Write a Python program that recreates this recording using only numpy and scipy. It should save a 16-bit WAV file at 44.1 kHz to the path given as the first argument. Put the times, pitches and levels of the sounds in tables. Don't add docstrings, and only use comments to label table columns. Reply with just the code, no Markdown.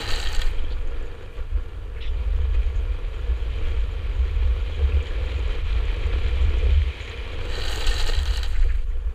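import sys
import numpy as np
from scipy import signal
from scipy.fft import next_fast_len
from scipy.io import wavfile
from scipy.ndimage import uniform_filter1d, map_coordinates

SR = 44100
rng = np.random.default_rng(int(sys.argv[2]) if len(sys.argv) > 2 else 0)


def waveform_to_disk(signal):
    frames = np.transpose(np.atleast_2d(signal))
    scaled = np.clip(frames, -1, 1) * 32767
    samples = np.round(scaled).astype(np.int16)
    wavfile.write(sys.argv[1], SR, samples)


def invert_db(x):
    u = np.asarray(x, float) / 20
    return 10 ** u


N = 403074
CLOCK = np.arange(N) / SR
EDGE_HZ = 15310

# f/Hz, level/dB
SCRAPE = [(300, -32), (700, 2), (1500, -8.5), (2200, -2.5), (3000, -6.5), (4600, 2), (4950, -6),
          (6000, -25)]
# f/Hz, width/Hz, lift/dB
SCRAPE_MODES = [(837, 130, 7.5), (1260, 86, 12), (1514, 260, 14.5), (1836, 156, 15), (2923, 730, 16),
                (3250, 84, 6.5), (3990, 340, 11), (4490, 330, 4.5), (4814, 170, 3.5)]
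# f/Hz, level/dB
FIZZ = [(4000, -60), (5000, -9), (6100, -6.5), (6500, -2), (8000, -7), (9200, -11.5), (9800, -20.5),
        (12000, -25.5), (15200, -21.5), (16000, -52)]
# f/Hz, width/Hz, lift/dB
FIZZ_MODES = [(6760, 380, 4.5), (7640, 290, 9), (10300, 500, 2), (13000, 480, 12)]


def evened(x):
    return x / np.sqrt(np.mean(x ** 2) + 1e-20)


def curves(rows):
    s, *columns = np.transpose(rows)
    return [np.interp(CLOCK, s, c) for c in columns]


def swell(s, length):
    return np.cos(np.pi * np.clip((CLOCK - s) / max(length, .01), -.5, .5)) ** 2


def swells(rows):
    return sum(db * swell(s, length) for s, length, db in rows)


def wander(hz):
    knots = rng.standard_normal(4000)
    return evened(map_coordinates(knots, [CLOCK * 2 * min(hz, 200)], order=3))


def grit(per_s, spread_db, share, lumpy_db, lumps_hz, crush_s):
    grain_db = spread_db * np.minimum(rng.exponential(1, N), 4)
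    size = invert_db(grain_db) * (rng.random(N) < per_s / SR)
    decay = np.exp(-1 / (SR * max(crush_s, 1e-5)))
    crush = np.sqrt(signal.lfilter([1], [1, -decay], size ** 2))
    share = np.clip(share, 0, 1)
    fine = np.sqrt(1 - share + share * evened(crush) ** 2) * rng.standard_normal(N)
    lumps_db = lumpy_db * wander(lumps_hz) + 0.22 * lumpy_db * wander(1.6 * lumps_hz)
    return evened(fine * invert_db(lumps_db))


def ring(shape, modes=(), band=(0, 22050), size=8192):
    hz = np.fft.rfftfreq(size, 1 / SR)
    f, db = np.transpose(shape)
    db = np.interp(np.log(hz + 1), np.log(f + 1), db)
    db = db + sum(lift / (1 + (2 * (hz - m) / w) ** 2) for m, w, lift in modes)
    log_gain = np.log(invert_db(np.maximum(np.r_[db, db[-2:0:-1]], -100)))
    taps = np.fft.ifft(np.exp(np.conj(signal.hilbert(log_gain)))).real
    inside = (hz >= band[0]) & (hz < band[1])
    return taps / np.sqrt(2 * np.sum(invert_db(db[inside]) ** 2) / size)


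def through(drive, taps):
    return signal.oaconvolve(drive, taps)[:N]


def resonate(x, hz, width):
    turn = np.exp(2j * np.pi * np.cumsum(hz * np.ones(len(x))) / SR)
    r = np.exp(-np.pi * width / SR)
    return 2 * (turn * signal.lfilter([(1 - r) ** 2], [1, -2 * r, r * r], x / turn + 1e-18)).real


def struck(drive, modes, strength, per_s, crush_s):
    for hz, width, _ in modes:
        blips = grit(per_s, spread_db=3.0, share=0.92, lumpy_db=2.0, lumps_hz=12, crush_s=crush_s)
        drive = drive + strength * resonate(blips, hz, 1.5 * width)
    return drive


def bursts(rows, t60, trim_db, body):
    t, out = np.arange(1500) / SR, np.zeros(N)
    for (s, db, *rest), ticks in zip(rows, rng.standard_normal((len(rows), len(t)))):
        hit = body(ticks * invert_db(-60 * t / t60), *rest)[:len(t)]
        out[round(s * SR):][:len(t)] += invert_db(db + trim_db) * hit / abs(hit).max()
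    return out


def eddy_db(size):
    # t/s, level/dB, eddy size (-1 slow flapping, 0 large, 1 small)
    wind_rows = [(0.0, -30.5, -0.0018), (0.6, -28, -0.52), (0.98, -26.5, -0.79), (1.18, -38.5, -0.5),
                 (1.9, -33, -0.11), (2.12, -25, -0.37), (2.4, -21, 0.42), (3.05, -29, -0.01),
                 (3.9, -27, 0.25), (5.0, -27, 0.3), (5.9, -22.5, 0.26), (6.6, -20, 0.58), (6.78, -12, 0.57),
                 (6.95, -38.5, 0.95), (7.4, -29.5, -0.8), (7.95, -24, -0.49), (8.7, -19.5, -0.99),
                 (9.14, -30, -0.59)]
    # centre t/s, length/s, lift/dB, eddy size
    gust_rows = [(0.13, 0.11, 17.5, -1), (0.275, 0.07, 15, -1), (0.383, 0.038, 23, -0.72),
                 (0.459, 0.12, 18, -0.84), (0.588, 0.19, 15, -1.34), (1.411, 0.13, 17.5, 0),
                 (1.557, 0.13, 23.5, 0.56), (2.565, 0.11, 9.5, 0.077), (3.08, 0.16, -1, 1.1),
                 (3.32, .1, 12, 0.62), (3.8, 0.17, 10, -0.37), (4.194, 0.14, 11, 1),
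                 (4.245, .08, 10, -0.64), (4.437, 0.35, 11, 0.52), (4.63, 0.072, 8, 0.05),
                 (4.84, 0.12, 15.5, 1.06), (4.96, 0.14, 18, 1.4), (5.14, 0.084, 15, -0.022),
                 (5.36, 0.22, -15, -0.6), (5.39, 0.18, 8, 1), (5.754, 0.15, 6.5, 0.7),
                 (5.968, 0.24, -19, 1.7), (7.235, .12, 1, 0.35), (7.894, 0.11, 12, -0.16),
                 (8.044, 0.074, 9, -1), (8.186, 0.19, 9.5, 1), (8.301, 0.077, 17, 1),
                 (8.638, 0.18, 11.5, -0.43), (8.84, 0.22, 0, 1.6), (9.075, 0.09, 16, -0.058),
                 (.7, .15, -4, -1.6), (2.198, 0.24, -14, -1.4), (3.2, .35, -6, -1.4),
                 (3.547, 0.21, -10, -1.8), (4.85, .3, -9, -1.5), (5.95, 0.27, -9, -1.6),
                 (6.35, .25, -1, -1.6), (6.78, .3, -12, -1.26), (7.8, 0.11, -4, -.8),
                 (8.314, 0.23, -11.5, -1.2), (8.505, 0.29, -8.5, -0.74), (1.62, .12, 7, -1.4),
                 (2.1, 0.11, 9, -0.54), (2.92, .16, 7, 1.9), (3.642, 0.091, 13, -0.47),
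                 (5.6, .14, 0, -0.64), (6.437, 0.13, 7, .2), (1.998, .14, -10, 1.3), (.9, 0.33, -7, 1.7),
                 (2.29, 0.11, 2.5, -0.14)]
    fall_db, reach = 7, 1.6
    strength_db, now = curves(wind_rows)
    gusts = sum(db * max(1 - abs(at - size) / reach, 0) * swell(s, length) for s, length, db, at in gust_rows)
    return strength_db - fall_db * abs(now - size) + gusts


def wind():
    # f/Hz, level/dB
    flap = [(3, -29.5), (8, -14), (17, 5.5), (26, -3.5), (36, -14), (90, -73.5), (200, -73)]
    # f/Hz, level/dB
    large = [(10, -47), (24, -14.5), (32, -4), (48, -4), (60, -9), (100, -49), (200, -97)]
    # f/Hz, level/dB
    buffet = [(20, -60.5), (45, -13), (55, 1), (72, 1.5), (85, -8.5), (105, -21), (140, -13), (200, -48),
              (400, -83)]
    eddy_levels = (3.5, 0.45, 3)
    # f/Hz, level/dB
    air = [(300, -27), (3000, -11), (6000, -3.5), (9000, -4), (12400, -8.5), (13000, -8), (15500, -11)]
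    push = 0
    for k, shape in enumerate((flap, large, buffet)):
        db = eddy_levels[k] + eddy_db(k - 1)
        swing = evened(through(rng.standard_normal(N), ring(shape, size=32768)))
        height = uniform_filter1d(abs(signal.hilbert(swing, next_fast_len(N))[:N]), 900)
        push = push + invert_db(np.minimum(db, -14)) * evened(swing / (height + 2.5))
    ceiling = .36
    case = signal.butter(5, 92, fs=SR, output="sos")
    push = signal.sosfiltfilt(case, ceiling * np.tanh(push / ceiling))
    hiss = grit(per_s=100, spread_db=3.0, share=.15, lumpy_db=.8, lumps_hz=15, crush_s=.004)
    return push + invert_db(-70.5) * through(hiss, ring(air))


def rolling():
    # f/Hz, level/dB
    deck_shape = [(80, -47), (170, -12.5), (270, -8), (380, -5.5), (520, -6), (620, -15.5), (900, -26),
                  (2000, -84)]
    # f/Hz, width/Hz, lift/dB
    deck_modes = [(465.5, 115, 9.5), (327, 53, 2)]
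    # f/Hz, level/dB
    rumble_shape = [(40, -26.5), (85, 5.5), (115, -7), (150, -18), (230, -20.5), (400, -31), (1000, -72)]
    # f/Hz, level/dB
    road_shape = [(350, -39.5), (600, -7.5), (809, -7.5), (966, -3), (1340, -7), (1560, -6.5), (1690, -1),
                  (2130, -10), (2540, -10.5), (5360, -32), (15500, -41)]
    # f/Hz, width/Hz, lift/dB
    road_modes = [(1142, 56, 5), (1385, 170, 7), (1740, 240, 0), (2920, 300, 5), (4610, 260, 11.5),
                  (6850, 370, -8)]
    # f/Hz, level/dB
    wheel_shape = [(1200, -30.5), (1700, -0.5), (2400, 2.5), (2720, -6), (3160, -10.5), (3920, -10.5),
                   (5010, -22.5), (6500, -25), (9500, -31.5), (15500, -56)]
    # f/Hz, width/Hz, lift/dB
    wheel_modes = [(1730, 280, -1), (2420, 210, 1), (3150, 530, 11.5), (4050, 940, 4), (9300, 960, 1.5)]
    # t/s, pace (0-1)
    pace = [(0.0, 0.97), (.62, 0.68), (.85, 0.4), (1.5, 0.35), (1.95, 0.18), (2.2, 0.56), (3.1, 0.58),
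            (3.68, 0.78), (4.0, 0.68), (4.8, 0.8), (5.3, 0.9), (6.6, 1.0), (7.35, 0.95), (8.45, 0.6),
            (8.8, 0.34), (8.87, 0.19), (9.14, 0.02)]
    # t/s, load/dB
    load = [(0.0, 10), (.2, 1.5), (.3, 0), (1.2, -2), (1.6, -2.5), (2.5, -1), (3.4, -1), (4.74, 0),
            (4.8, 2.5), (5.55, 3.5), (6.6, 3.5), (6.8, -1.5), (7.25, 1), (7.55, 5), (8.08, 3), (8.3, -1.5),
            (8.7, -8), (9.14, -6.5)]
    # centre t/s, length/s, lift/dB
    patches = [(1.07, 0.25, 1), (1.23, 0.11, 1), (1.32, 0.09, -1), (1.39, 0.061, 3), (1.47, 0.089, -1.5),
               (2.55, 0.034, 4), (3.68, 0.16, 1.5), (4.15, 0.089, 0), (5.04, 0.11, 0), (5.63, 0.085, -2.5),
               (2.9, 0.33, -0.5), (5.85, 0.17, -0.5), (.95, 0.32, 1.5), (1.7, 0.15, 0.5), (6.8, .14, -0.5),
               (8.85, 0.029, -6), (8.915, 0.03, 1)]
    # centre t/s, length/s, lift/dB
    flexes = [(0.05, 0.088, -7), (.72, 0.041, 7), (1.02, 0.04, 5.5), (1.49, 0.11, -10), (3.6, 0.17, 5.5),
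              (4.8, 0.11, 6.5), (5.45, 0.034, -11), (5.67, 0.24, -7.5), (5.9, 0.085, -4), (6.67, 0.14, 6.5),
              (8.1, 0.049, 4), (3.3, .12, 5.5), (8.4, .15, 4), (8.55, .1, 0), (.64, 0.028, 12),
              (1.25, .06, 1), (8.655, 0.058, 12.5), (8.97, 0.057, 11)]
    # centre t/s, length/s, lift/dB
    chatters = [(.87, 0.035, -2), (2.62, 0.4, 3), (3.3, .2, 0), (3.65, .16, -1), (4.0, .3, -9),
                (4.8, .36, 2), (5.08, 0.21, 6), (5.33, .3, 6), (5.47, .06, 9), (5.64, 0.14, -10),
                (6.58, 0.053, 5), (2.77, .08, 8), (4.2, .2, 3), (6.85, .16, -7), (7.05, 0.22, 6),
                (8.885, .06, 13)]
    # t/s, f/Hz
    seat = [(2.0, 6920), (2.09, 7020), (2.81, 6630), (2.86, 6940), (3.8, 6950), (4.41, 6760), (5.5, 7040),
            (5.65, 6790), (6.33, 7100), (7.04, 6800), (7.4, 6850)]
    # level at rest/dB, gain at full pace/dB, share of load, share of a road patch
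    deck_law = (-46, 1, 1.2, 1.55)
    rumble_law = (-52, 2, 0.57, 0)
    roar_law = (-54.5, 7, 0.5, 1.8)
    ring_law = (-65.5, 23.5, -0.02, 1.34)
    rattle_law = (-83, 15.5, -0.5, 1.5)

    controls = np.array([np.ones(N), *curves(pace), *curves(load), swells(patches)])
    laws = np.array([deck_law, rumble_law, roar_law, ring_law, rattle_law])
    deck_db, rumble_db, roar_db, ring_db, rattle_db = laws @ controls

    road = grit(per_s=500, spread_db=4.0, share=0.35, lumpy_db=-0.06, lumps_hz=14, crush_s=0.0011)
    deck = invert_db(deck_db + swells(flexes)) * through(road, ring(deck_shape, deck_modes, (200, 620)))
    rumble = invert_db(rumble_db) * through(rng.standard_normal(N), ring(rumble_shape, band=(105, 210)))
    roar = invert_db(roar_db) * through(road, ring(road_shape, road_modes, (700, 1900)))

    tread = grit(per_s=430, spread_db=8.5, share=0.17, lumpy_db=-1.34, lumps_hz=19, crush_s=0.001)
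    tread = struck(0.56 * road + 0.96 * tread, wheel_modes, strength=0.69, per_s=110, crush_s=0.0048)
    wheels = invert_db(ring_db - 2.5) * through(tread, ring(wheel_shape, wheel_modes, (2100, 3600)))

    chatter = grit(per_s=130, spread_db=0.5, share=0.66, lumpy_db=2.7, lumps_hz=18, crush_s=.0013)
    rattle = invert_db(rattle_db + swells(chatters)) * evened(resonate(chatter, *curves(seat), width=870))
    whine = invert_db(-86) * evened(resonate(rng.standard_normal(N), 8645, width=35))
    return deck + rumble + roar + wheels + rattle + whine


def pebbles():
    # t/s, peak level/dB, f/Hz
    pebble_rows = [(0.5844, -22.5, 3100), (0.6474, -24.5, 3160), (0.874, -38, 2440), (1.3738, -38, 2390),
                   (2.547, -24.5, 2540), (4.7194, -23, 3280), (4.9197, -18, 2470), (5.0044, -21, 2380),
                   (5.1058, -22, 1750), (5.4794, -36, 2390), (6.954, -32, 2570), (8.912, -35, 2000),
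                   (8.952, -38, 3000), (9.0, -37, 3100)]
    # t/s, peak level/dB, f/Hz
    tick_rows = [(0.637, -51, 6790), (0.874, -49, 6730), (0.9294, -56, 6760), (1.0251, -52, 7050),
                 (1.0566, -52, 6900), (2.5487, -51, 6810), (2.7552, -56.5, 6930), (2.7737, -53, 6420),
                 (3.2122, -55, 6550), (3.5848, -53, 6720), (3.6831, -51, 6770), (4.3606, -53, 6880),
                 (4.7791, -56, 6810), (5.0265, -45, 7000), (5.1622, -59, 6890), (5.26, -50, 6950),
                 (5.3129, -52, 6970), (5.3912, -47, 6920), (5.4765, -46, 6990), (5.5214, -52, 6940),
                 (5.8537, -49, 6790), (5.9629, -49, 6810), (5.9894, -55, 7020), (6.0407, -54, 7050),
                 (6.0657, -46, 7070), (6.1645, -56, 6820), (6.1859, -55, 6970), (6.2827, -48, 7080),
                 (6.3081, -52, 7020), (6.3565, -47, 6780), (6.4139, -48, 7090), (6.4438, -48, 6970),
                 (6.4997, -56, 6790), (6.585, -44, 6800), (6.8299, -53, 6780), (6.8808, -52, 6880),
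                 (7.009, -45, 6590), (7.0564, -49, 6910), (7.0963, -41, 6840), (7.1642, -52, 6830)]
    pings = bursts(pebble_rows, 0.052, -13.0, lambda ticks, hz: resonate(ticks, hz, width=330))
    return pings + bursts(tick_rows, .02, -0.5, lambda ticks, hz: resonate(ticks, hz, width=1100))


def scuffs():
    # t/s, rise/s, length/s, level/dB, centre f/Hz
    scuff_rows = [(1.937, .03, 0.068, -47.5, 2060), (2.002, 0.014, .05, -42.5, 3420),
                  (2.005, 0.015, 0.062, -44, 2370), (2.051, .02, 0.031, -43, 3070),
                  (2.008, .01, .08, -61.5, 5240), (2.109, .004, 0.0089, -54, 2870),
                  (0.696, .015, 0.03, -49.5, 4000), (8.533, 0.027, 0.034, -39, 1900),
                  (8.605, 0.023, 0.024, -41, 1790), (8.677, 0.022, 0.028, -40.5, 1950),
                  (8.736, .015, 0.02, -52, 1800), (8.777, .012, 0.02, -50, 2320)]
    half_hz = 1200 / 2
    out = np.zeros(N)
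    rub = grit(per_s=400, spread_db=2.0, share=.4, lumpy_db=1.2, lumps_hz=40, crush_s=.002)
    for s, rise, length, db, hz in scuff_rows:
        band = signal.butter(4, [hz - half_hz, hz + half_hz], "band", fs=SR, output="sos")
        swish = evened(signal.sosfilt(band, rub))
        since = CLOCK - s
        fall = invert_db(-60 * since - 430 * (since - length).clip(0))
        out += invert_db(db) * swish * np.clip(np.minimum(since / rise, fall), 0, 1)
    return out


def stones():
    # t/s, peak level/dB, f/Hz
    stone_rows = [(0.058, -24, 3900), (0.0762, -20, 3930), (0.1052, -19, 4270), (0.1382, -18, 3850),
                  (0.1605, -20, 3930), (0.2009, -23, 2890), (0.2718, -18.5, 3170), (0.3326, -26, 4190),
                  (0.3496, -21, 4180), (0.3942, -25, 3160), (0.417, -17, 3230), (7.5267, -31, 3180),
                  (7.5438, -24, 3130), (7.6164, -23, 2820), (7.6824, -26, 2840), (7.7272, -21, 2810),
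                  (7.807, -23, 4630), (7.8421, -19, 3210), (7.872, -20, 3140), (7.8784, -21, 3170),
                  (7.9644, -20, 4000), (8.0017, -17, 3990), (8.0661, -29, 3940), (8.0755, -22, 3320),
                  (8.097, -16.5, 3250), (8.1353, -19.5, 3100), (8.1504, -23, 3290), (8.1698, -29, 3080),
                  (8.1893, -20, 3210), (8.2325, -27, 3120), (8.2556, -25, 3220), (8.2773, -24, 3220),
                  (8.3094, -28, 2720), (8.3444, -31, 4000), (8.3594, -22, 2790), (8.377, -23, 3940),
                  (8.4307, -26, 2790)]
    # t/s, peak level/dB
    chip_rows = [(0.0169, -38), (0.0667, -35), (0.0787, -33), (0.0857, -32), (0.1032, -27), (0.1141, -28),
                 (0.1504, -34), (0.159, -25), (0.2004, -27), (0.2144, -28), (0.2199, -32), (0.2369, -35),
                 (0.2713, -35), (0.2884, -33), (0.3292, -27), (0.349, -21), (0.3584, -31), (0.3654, -27),
                 (0.393, -30), (0.417, -26), (0.4434, -37), (7.453, -41), (7.4984, -44), (7.5393, -42),
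                 (7.5852, -41), (7.6545, -33), (7.6804, -35), (7.6964, -28), (7.7258, -32), (7.7593, -23),
                 (7.7757, -28), (7.8067, -30), (7.8668, -20), (7.8989, -28), (7.9473, -33), (7.9843, -29),
                 (8.027, -28), (8.0621, -27), (8.0764, -25), (8.1344, -37), (8.1484, -29), (8.1674, -36),
                 (8.1913, -32), (8.2322, -36), (8.2556, -30), (8.2761, -32), (8.309, -32), (8.3479, -36),
                 (8.373, -23.5), (8.4307, -32), (8.4751, -44), (8.5295, -44), (8.5909, -48), (8.6128, -47),
                 (8.7261, -49), (8.772, -51)]
    wheel = ring(SCRAPE, SCRAPE_MODES, (1500, 5000))[:1500]
    case = ring(FIZZ, FIZZ_MODES)[:1500]

    def knock(ticks, hz):
        return through(ticks, wheel)[:len(ticks)] + 6.9 * resonate(ticks, hz, width=410)

    knocks = bursts(stone_rows, 0.017, -2.0, knock)
    return knocks + bursts(chip_rows, .006, -1.7, lambda ticks: through(ticks, case))


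def bites():
    # catch t/s, slip level/dB, bite level/dB, fade/s
    bite_rows = [(.078, -11, 1.5, .05), (.3935, -2, 0, .01), (.417, 1, 12, 0.011), (.455, -10, 0, .02),
                 (7.869, -2, 7, 0.027), (7.996, 4, 7.5, 0.05), (8.066, -8, 5.5, 0.041),
                 (8.135, -6, -3, .03), (8.256, -8, 2.5, .03), (8.335, 2, 5, 0.064), (8.431, -7, 11, 0.019),
                 (8.79, -7, 0, .025)]
    slip_s, total = 0.024, 0
    for s, slip_db, bite_db, fade in bite_rows:
        before = CLOCK < s
        settle_s = np.where(before, slip_s, max(fade, .003))
        total = total + np.where(before, slip_db, bite_db) * np.exp(-abs(CLOCK - s) / settle_s)
    return total


def sliding():
    # t/s, sideways pressure level/dB
    slide_tables = [
        [(0.0, -31), (.11, -32), (.2, -35.5), (.4, -40), (.475, -43.5), (.505, -60), (.66, -67)],
        [(7.36, -61), (7.57, -37), (7.7, -34.5), (7.95, -34.5), (8.42, -42.5), (8.46, -43.5), (8.475, -52),
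         (8.6, -53.5), (8.88, -65)],
    ]
    # level at a pressure of -40 dB/dB, share of pressure, share of a bite
    grind_law = (-40, 0.79, 0.41)
    scrape_law = (-42, 0.84, 1.07)
    fizz_law = (-52.5, 0.76, 0.98)
    dust_law = (-59, 0.75, .3)
    dust_lag = 0.059

    rub = grit(per_s=340, spread_db=0.0, share=0.62, lumpy_db=0.0, lumps_hz=26.24, crush_s=0.0006)
    snaps = grit(per_s=420, spread_db=3.0, share=0.91, lumpy_db=2.5, lumps_hz=6.8, crush_s=0.00044)
    crackle = evened(rub + snaps)
    rub = struck(rub, SCRAPE_MODES, strength=0.43, per_s=200, crush_s=0.0007)
    scrape = through(rub, ring(SCRAPE, SCRAPE_MODES, (2600, 4900)))
    grind = signal.sosfiltfilt(signal.butter(4, 2450, fs=SR, output="sos"), scrape)

    fizz = through(crackle, ring(FIZZ, FIZZ_MODES))
    top = signal.butter(4, 9700, "high", fs=SR, output="sos")
    fizz = fizz - .45 * signal.sosfiltfilt(top, fizz)
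    motes = grit(per_s=300, spread_db=3.0, share=0.67, lumpy_db=3.0, lumps_hz=14, crush_s=.0006)
    dust = evened(signal.sosfilt(top, through(motes, ring(FIZZ))))

    out, bite_db = np.zeros(N), bites()
    for rows in slide_tables:
        pressure_db = curves(rows)[0] + 40
        controls = np.array([np.ones(N), pressure_db, bite_db])
        grind_db, scrape_db, fizz_db = np.array([grind_law, scrape_law, fizz_law]) @ controls
        start, end = rows[0][0], rows[-1][0]
        late_db = np.interp(CLOCK - dust_lag * (end - start), CLOCK, pressure_db)
        dust_db = dust_law[0] + dust_law[1] * late_db + dust_law[2] * bite_db
        on = np.clip(np.minimum(CLOCK - start + (start == 0), end - CLOCK) / 0.064, 0, 1)
        low = invert_db(grind_db) * grind + invert_db(scrape_db) * (scrape - grind)
        out += on * (low + invert_db(fizz_db) * fizz + invert_db(dust_db) * dust)
    return out


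def scene():
    return (wind() + rolling() + pebbles() + scuffs() + stones() + sliding())[None]


def starved(x):
    window = np.sqrt(signal.get_window("hann", 2048))
    hz, _, z = signal.stft(x, SR, window, nperseg=2048)
    power = uniform_filter1d(uniform_filter1d(abs(z) ** 2, size=7, axis=0), size=2, axis=1)
    top = (hz > 12700) & (hz < EDGE_HZ)
    flutter_db = .8 * rng.standard_normal(z.shape[1])
    line_db = np.where(top, -1.2, -5)[:, None] + flutter_db
    around = uniform_filter1d(uniform_filter1d(power, size=41, axis=0), size=9, axis=1)
    usual = np.minimum(around, 1.5 * np.median(power, axis=1)[:, None])
    dropped = (power < usual * invert_db(2 * line_db)) & (hz > 10000)[:, None]
    return signal.istft(np.where(dropped, 0, z), SR, window, nperseg=2048)[1][:N]


def top_cut(x):
    return signal.sosfilt(signal.butter(12, 15900, fs=SR, output="sos"), x)


def record(dry):
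    dry = starved(dry[0])[None]
    low_pass = signal.firwin(1023, EDGE_HZ, window=("kaiser", 8), fs=SR)
    kept = signal.oaconvolve(dry, low_pass[None], "same")
    return top_cut(kept + invert_db(-40) * (dry - kept))


dry = scene()
out = record(dry)
waveform_to_disk(out)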